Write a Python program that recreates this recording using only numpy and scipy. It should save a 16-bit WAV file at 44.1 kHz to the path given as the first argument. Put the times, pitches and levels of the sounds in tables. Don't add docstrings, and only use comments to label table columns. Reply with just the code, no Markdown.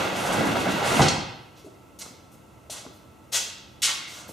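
import sys
import numpy as np
from scipy import signal
from scipy.fft import rfft, irfft
from scipy.io import wavfile

SR = 44100
rng = np.random.default_rng(int(sys.argv[2]) if len(sys.argv) > 2 else 0)


def to_linear_factor(level_db):
    exponent = np.asarray(level_db, float) / 20
    return 10 ** exponent


def store_wav(level_fs):
    pcm = np.round(np.clip(np.atleast_2d(level_fs), -1, 1) * 32767)
    wavfile.write(sys.argv[1], SR, pcm.T.astype(np.int16))


N = 190512

# frequency_hz, density_db (dB per Hz)
AIR_SPECTRUM = [(15, -56), (25, -12), (75, -2.5), (140, -6.5), (210, -3.5), (233, -8), (322, -3.5),
                (411, -11.5), (483, -9), (784, -14), (1340, -16.5), (1760, -23.5), (1910, -19.5),
                (4270, -30.5), (15600, -34)]
# frequency_hz, width_hz, level_db
FAN_TONES = [(86.8, 9.9, -68.5), (122.85, 8.4, -61), (884, 37, -68), (1354, 37, -75), (2600, 440, -72)]
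# start_s, level_db, pitch_hz, decay_cycles (to fall 60 dB; negative: to rise 60 dB)
HEEL_KNOCKS = [(1.645, -35, 393, 15), (1.661, -35.5, 306, 20), (1.668, -39, 636, 29), (1.679, -38, 356, 12),
               (2.063, -34.5, 506, 2), (2.108, -39, 265, 11), (2.697, -29.5, 650, 11.5),
               (2.851, -35, 620, 15), (2.862, -33.5, 266, 7), (2.865, -30, 1060, 3), (2.869, -38, 443, 10),
               (3.85, -44, 30, -6), (4.247, -43, 300, -2.5), (4.284, -41, 150, 3), (4.292, -30.5, 600, 2.5),
               (4.297, -33, 294, 2), (4.308, -38, 530, 22)]
# start_s, rise_s, hold_s, level_db, pitch_hz
GRIT_SCUFFS = [(1.549, 0.016, 0.045, -57.5, 2780), (1.57, .0044, .026, -61.5, 8000),
               (1.641, .0088, .015, -60.5, 5400), (1.987, 0.0035, 0.0087, -42, 7000),
               (1.99, 0.032, 0.0034, -36.5, 4260), (2.053, 0.0026, .018, -51.5, 1150),
               (2.315, .003, .025, -59, 7470), (2.697, 0.0047, 0.027, -37.5, 5080),
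               (2.733, .012, 0.042, -44, 3730), (2.92, 0.014, .037, -63, 8400),
               (3.317, 0.028, 0.027, -23, 3980), (3.319, .01, 0.02, -33.5, 9000),
               (3.819, 0.00086, 0.024, -28.5, 4200), (3.82, 0.0012, 0.015, -33.5, 9500),
               (3.827, 0.0023, 0.029, -20.5, 4170), (3.87, 0.0035, 0.031, -29, 2376),
               (3.968, 0.16, 0.27, -52, 1020), (4.067, 0.012, 0.13, -47, 4000),
               (4.072, 0.016, 0.089, -55, 9500), (4.167, 0.0061, 0.022, -48.5, 1550),
               (4.279, 0.0011, 0.023, -49, 7180)]
# start_s, hold_s, level_db
SOLE_DRUMMING = [
    (2.001, 0.026, -51.5),
    (2.709, .055, -49.5),
    (3.319, 0.043, -40),
    (3.832, 0.041, -45),
]
# start_s, hold_s, level_db, pitch_hz
SOLE_SQUEAKS = [
    (4.003, .045, -44.5, 2140),
]
# start_s, hold_s, level_db
HINGE_CHAFES = [
    (0.161, 0.11, -43),
    (0.255, 0.011, -40),
    (0.322, 0.015, -36),
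    (0.45, .019, -42),
    (0.591, 0.011, -40.5),
    (0.705, 0.0125, -45),
]
# start_s, hold_s, level_db,
# pitch_hz
HARDWARE_SHAKES = [
    (.835, 0.17, -37, 6300),
    (0.991, 0.079, -27, 1976),
    (0.985, 0.065, -37.5, 6060),
    (1.015, 0.017, -22.5, 3704),
    (1.082, 0.0044, -19.5, 4170),
]
# frequency_hz, level_db, t60_s
DOOR_MODES = [(119, -24, 0.11), (150, 1.5, 0.034), (211, 1, 0.028), (276.3, -6.5, 0.12), (369, -7, 0.12),
              (543, -9, 0.081), (790, -3, 0.03), (871, 6.5, 0.0061), (1175, -6, 0.015), (1480, -12, 0.088),
              (1970, -6, 0.013)]
# start_s, push_db (whole door), slap_db (edge)
EDGE_LANDING = [
    (.9945, -48, -18.5),
    (.9975, -17, -18),
    (1.006, -35, -17),
    (1.011, -20, -24),
    (1.019, -26, -20.5),
]
# frequency_hz, density_db (dB per Hz)
ROLLING_SPECTRUM = [(25, 19.5), (60, -9), (120, -5.5), (250, 0.5), (420, 5.5), (750, -1.5), (1100, -0.5),
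                    (2000, 3), (4000, -13), (6500, -21), (10000, -27.5), (15500, -24)]
# frequency_hz, width_hz, level_db (over the broad rumble)
PANEL_RESONANCES = [(136, 57, -17.5), (185, 71, -3), (257, 69, -14), (600, 200, -9), (743, 45, -18),
                    (1352, 36, -18.5), (2180, 270, -28)]
# time_s, rolling_db (effort), flexing_db (sections swinging round the bend of the track)
DOOR_TRAVEL = [
    (0.01, 0, -4.5),
    (0.14, -5.5, -7),
    (0.35, 2, 3.5),
    (0.46, -1.5, 8),
    (0.54, -3, -3.5),
    (0.74, -0.5, 0.5),
    (0.82, 1.5, -8.5),
    (0.93, 4, 0.5),
    (0.986, 1.5, 6.5),
]
# level_db, rolling_share (ratio), flexing_share (ratio)
BOOM_LAYER = (-36, 0.94, 0.49)
DRUMMING_LAYER = (-30.5, .1, 0.77)
RATTLE_LAYER = (-28, 0.69, 0.073)
HISS_LAYER = (-32.5, 1.02, 0.058)
# frequency_hz, t60_s
ROOM_DECAY = [(60, 0.94), (150, 0.79), (500, 0.71), (1500, 0.84), (4000, 0.77), (8000, 0.38), (15000, 0.45)]
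# frequency_hz, coherence (0 to 1)
CAPSULE_LIKENESS = [(30, 0.59), (70, 0.834), (150, 0.9), (400, 0.58), (800, 0.46), (1300, 0.22),
                    (2400, 0.61), (3500, 0.74), (5500, 0.85), (7500, 0.68), (10000, 0.05), (15000, 0.054)]
# frequency_hz, width_hz, depth_db
HOUSING_NOTCHES = [(1778, 280, 8), (2373, 176, 36), (3085, 95, 13), (1110, 33, 1), (5000, 1200, 2),
                   (6470, 690, -2)]


def unit(x):
    return x / np.sqrt(np.mean(x ** 2) + 1e-20)


def at_hz(points, hz):
    points_hz, values = np.array(points)[:, 0], np.array(points)[:, 1]
    return np.interp(np.log(hz + 1), np.log(points_hz), values)


def coloured(x, spectrum):
    size = x.shape[-1]
    gain = to_linear_factor(at_hz(spectrum, np.fft.rfftfreq(size, 1 / SR)))
    return irfft(rfft(x) * gain, size)


def pair(mid, side):
    size = len(mid)
    alike = np.clip(at_hz(CAPSULE_LIKENESS, np.fft.rfftfreq(size, 1 / SR)), 0, 1)
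    common = rfft(mid) * np.sqrt((1 + alike) / 2)
    opposed = rfft(side) * np.sqrt((1 - alike) / 2)
    return irfft(np.array([common + opposed, common - opposed]), size)


def band(x, low_hz, high_hz):
    limits_hz = [low_hz, min(high_hz, 19000)]
    return signal.sosfilt(signal.butter(2, limits_hz, "band", fs=SR, output="sos"), x)


def resonance(x, hz, width_hz):
    radius = np.exp(-np.pi * width_hz / SR)
    feedback = [1, -2 * radius * np.cos(2 * np.pi * hz / SR), radius * radius]
    return signal.lfilter([1, 0, -1], feedback, x)


def ring(clicks, hz, t60):
    radius, turn = to_linear_factor(-60 / (t60 * SR)), 2 * np.pi * hz / SR
    feedback = [1, -2 * radius * np.cos(turn), radius * radius]
    return signal.lfilter([0, np.sin(turn)], feedback, clicks + 1e-18)


def soft_ring(hz, t60, contact_cycles):
    push = np.hanning(round(contact_cycles * SR / hz) + 3)
    push = np.pad(push, (0, SR // 2))[:SR // 2]
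    tone = ring(np.gradient(push), hz, t60)
    return tone / np.max(np.abs(tone))


def grains(size, per_s, spread_db):
    strength = to_linear_factor(spread_db * np.minimum(rng.exponential(1, size), 4))
    strength = strength * rng.choice([-1, 1], size)
    return unit(strength * (rng.random(size) < per_s / SR))


def wander(size, rate_hz):
    slow = signal.butter(2, rate_hz, fs=SR, output="sos")
    return unit(signal.sosfilt(slow, rng.standard_normal(size)))


def workshop(dry, direct_db, build_up_s, off_centre):
    t = np.arange(SR) / SR
    edges_hz = 22 * 2 ** np.arange(0, 9.8, .5)
    white = rng.standard_normal((2, 2, SR))
    tail = 0
    for k, (low_hz, high_hz) in enumerate(zip(edges_hz, edges_hz[1:])):
        decay = to_linear_factor(-60 * t / at_hz(ROOM_DECAY, np.sqrt(low_hz * high_hz)))
        fade = decay * (1 - np.exp(-t / build_up_s))
        tail = tail + band(white[k % 2], low_hz, high_hz) * fade / np.sqrt(np.sum(fade ** 2))
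    tail[:, 0] += to_linear_factor(direct_db) * np.array([1, off_centre])
    response = pair(*tail)[:, :3 * SR // 4]
    return signal.fftconvolve(dry[None], response, axes=1)[:, SR:SR + N]


def air():
    noise = to_linear_factor(-51.5) * unit(coloured(rng.standard_normal((2, N)), AIR_SPECTRUM))
    for hz, width_hz, db in FAN_TONES:
        tone = resonance(rng.standard_normal((2, N)), hz, width_hz)
        noise = noise + to_linear_factor(db) * unit(resonance(tone, hz, width_hz))
    lamp = to_linear_factor(-63.5) * np.sin(2 * np.pi * 1324 * np.arange(N) / SR)
    return pair(*noise) + lamp * to_linear_factor([[-1.5], [1.5]])


def knocks():
    out = np.zeros(2 * SR + N)
    for s, db, hz, cycles in HEEL_KNOCKS:
        knock = soft_ring(hz, cycles / hz, contact_cycles=0.7)
        out[SR + round(s * SR):][:SR // 2] += to_linear_factor(db - 3.0) * knock
    return out[:SR + N]


def soles():
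    span = 2.19
    rise_s = .015
    grit = [(s, rise, hold, db, hz / span, hz * span) for s, rise, hold, db, hz in GRIT_SCUFFS]
    sole = [(s, rise_s, hold, db, 411, 1810) for s, hold, db in SOLE_DRUMMING]
    squeak = [(s, rise_s, hold, db, hz / 1.05, hz * 1.1) for s, hold, db, hz in SOLE_SQUEAKS]
    return grit + sole + squeak


def hardware():
    span = 1.71
    chafes = [(s, 0.0045, hold, db, 4200, 11570) for s, hold, db in HINGE_CHAFES]
    shakes = [(s, 0.13 * hold, hold, db, hz / span, hz * span) for s, hold, db, hz in HARDWARE_SHAKES]
    return chafes + shakes


def scuffs(rows):
    out, t = np.zeros(2 * SR + N), np.arange(SR // 3) / SR
    for s, rise, hold, db, low_hz, high_hz in rows:
        release_s = 0.0042 + 0.39 * min(hold, .06)
        swell = np.clip(t / rise, 0, 1) ** 1.17
        stroke = swell * np.exp(-np.maximum(t - rise - hold, 0) / release_s)
        grit = band(grains(len(t), per_s=15000, spread_db=2.5), low_hz, high_hz)
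        grit = unit(band(grit, 0.48 * low_hz, 1.09 * high_hz))
        out[SR + round(s * SR):][:len(t)] += to_linear_factor(db - 0.29) * stroke * grit
    return out[:SR + N]


def folds(count):
    first_s, gap_s, slowing = 1.028, 0.0074, 1.08
    k = np.arange(count)
    s = first_s + np.cumsum(gap_s * slowing ** k) - gap_s
    push_db, slap_db = -24.5 - 6 * k, -23 - 2 * k
    return list(EDGE_LANDING) + list(zip(s, push_db, slap_db))


def bang(rows):
    out = np.zeros(SR + N)
    uneven_db = rng.normal(0, 1.0, (len(rows), len(DOOR_MODES)))
    for (s, push_db, slap_db), row_db in zip(rows, uneven_db):
        rings = 0
        for (hz, mode_db, t60), chance_db in zip(DOOR_MODES, row_db):
            strike_db = push_db if hz < 450 else slap_db
            level = to_linear_factor(strike_db + mode_db + chance_db + 1.5)
            rings = rings + level * soft_ring(hz, t60, contact_cycles=0.53)
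        out[SR + round(s * SR):][:SR // 2] += rings
    return out


def rollers(judder):
    size = SR + round(1.3 * SR)
    contacts = coloured(grains(size, per_s=2500, spread_db=4.0), ROLLING_SPECTRUM)
    door = unit(contacts)
    for hz, width_hz, db in PANEL_RESONANCES:
        door = door + to_linear_factor(db) * unit(resonance(contacts, hz, width_hz))
    boom, drumming = band(door, 47, 140), band(door, 179, 365)
    rattle, hiss = band(door, 487, 1880), band(contacts, 2650, 12100)
    layers = [(boom, BOOM_LAYER), (drumming, DRUMMING_LAYER), (rattle, RATTLE_LAYER), (hiss, HISS_LAYER)]
    t = np.arange(size) / SR - 1
    s, rolling_db, flexing_db = np.transpose(DOOR_TRAVEL)
    moving = 0
    for (x, (level_db, rolling_share, flexing_share)), uneven in zip(layers, judder):
        travel_db = level_db + rolling_share * rolling_db + flexing_share * flexing_db
        moving = moving + unit(x) * to_linear_factor(np.interp(t, s, travel_db) + 3 * uneven[:size])
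    stop = np.clip((s[-1] - t) / .02 + 1, 0, 1)
    return np.pad(moving * stop, (0, SR + N - size))


def scene():
    judder = [wander(N, rate_hz=30) for layer in range(4)]
    mix = air() + workshop(knocks(), direct_db=3.0, build_up_s=0.0022, off_centre=.15)
    strokes = hardware() + soles()
    for k, place in enumerate((0.044, 0.38, 0.35, -0.22)):
        mix = mix + workshop(scuffs(strokes[k::4]), direct_db=1.5, build_up_s=0.00079, off_centre=place)
    contacts = folds(count=7)
    for k, place in enumerate((-.4, -.1, .3)):
        mix = mix + workshop(bang(contacts[k::3]), direct_db=4.0, build_up_s=0.0027, off_centre=place)
    for place in (-0.34, -0.11, -0.086, -0.26):
        rolling = to_linear_factor(-4.0) * rollers(judder)
        mix = mix + workshop(rolling, direct_db=-4.0, build_up_s=0.0013, off_centre=place)
    return mix * to_linear_factor([[-.3], [.3]])


def low_pass(x):
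    return signal.sosfilt(signal.butter(12, 15700, fs=SR, output="sos"), x)


def record(dry):
    x = signal.sosfilt(signal.butter(3, 53.4, "high", fs=SR, output="sos"), dry)
    for hz, width_hz, depth_db in HOUSING_NOTCHES:
        b, a = signal.iirpeak(hz, hz / width_hz, fs=SR)
        x = x - (1 - to_linear_factor(-depth_db)) * signal.lfilter(b, a, x)
    rounded = .9 * np.tanh(x / .9)
    finished = signal.sosfilt(signal.cheby2(10, 50, 16000, fs=SR, output="sos"), rounded)
    return low_pass(finished)


dry = scene()
out = record(dry)
store_wav(out)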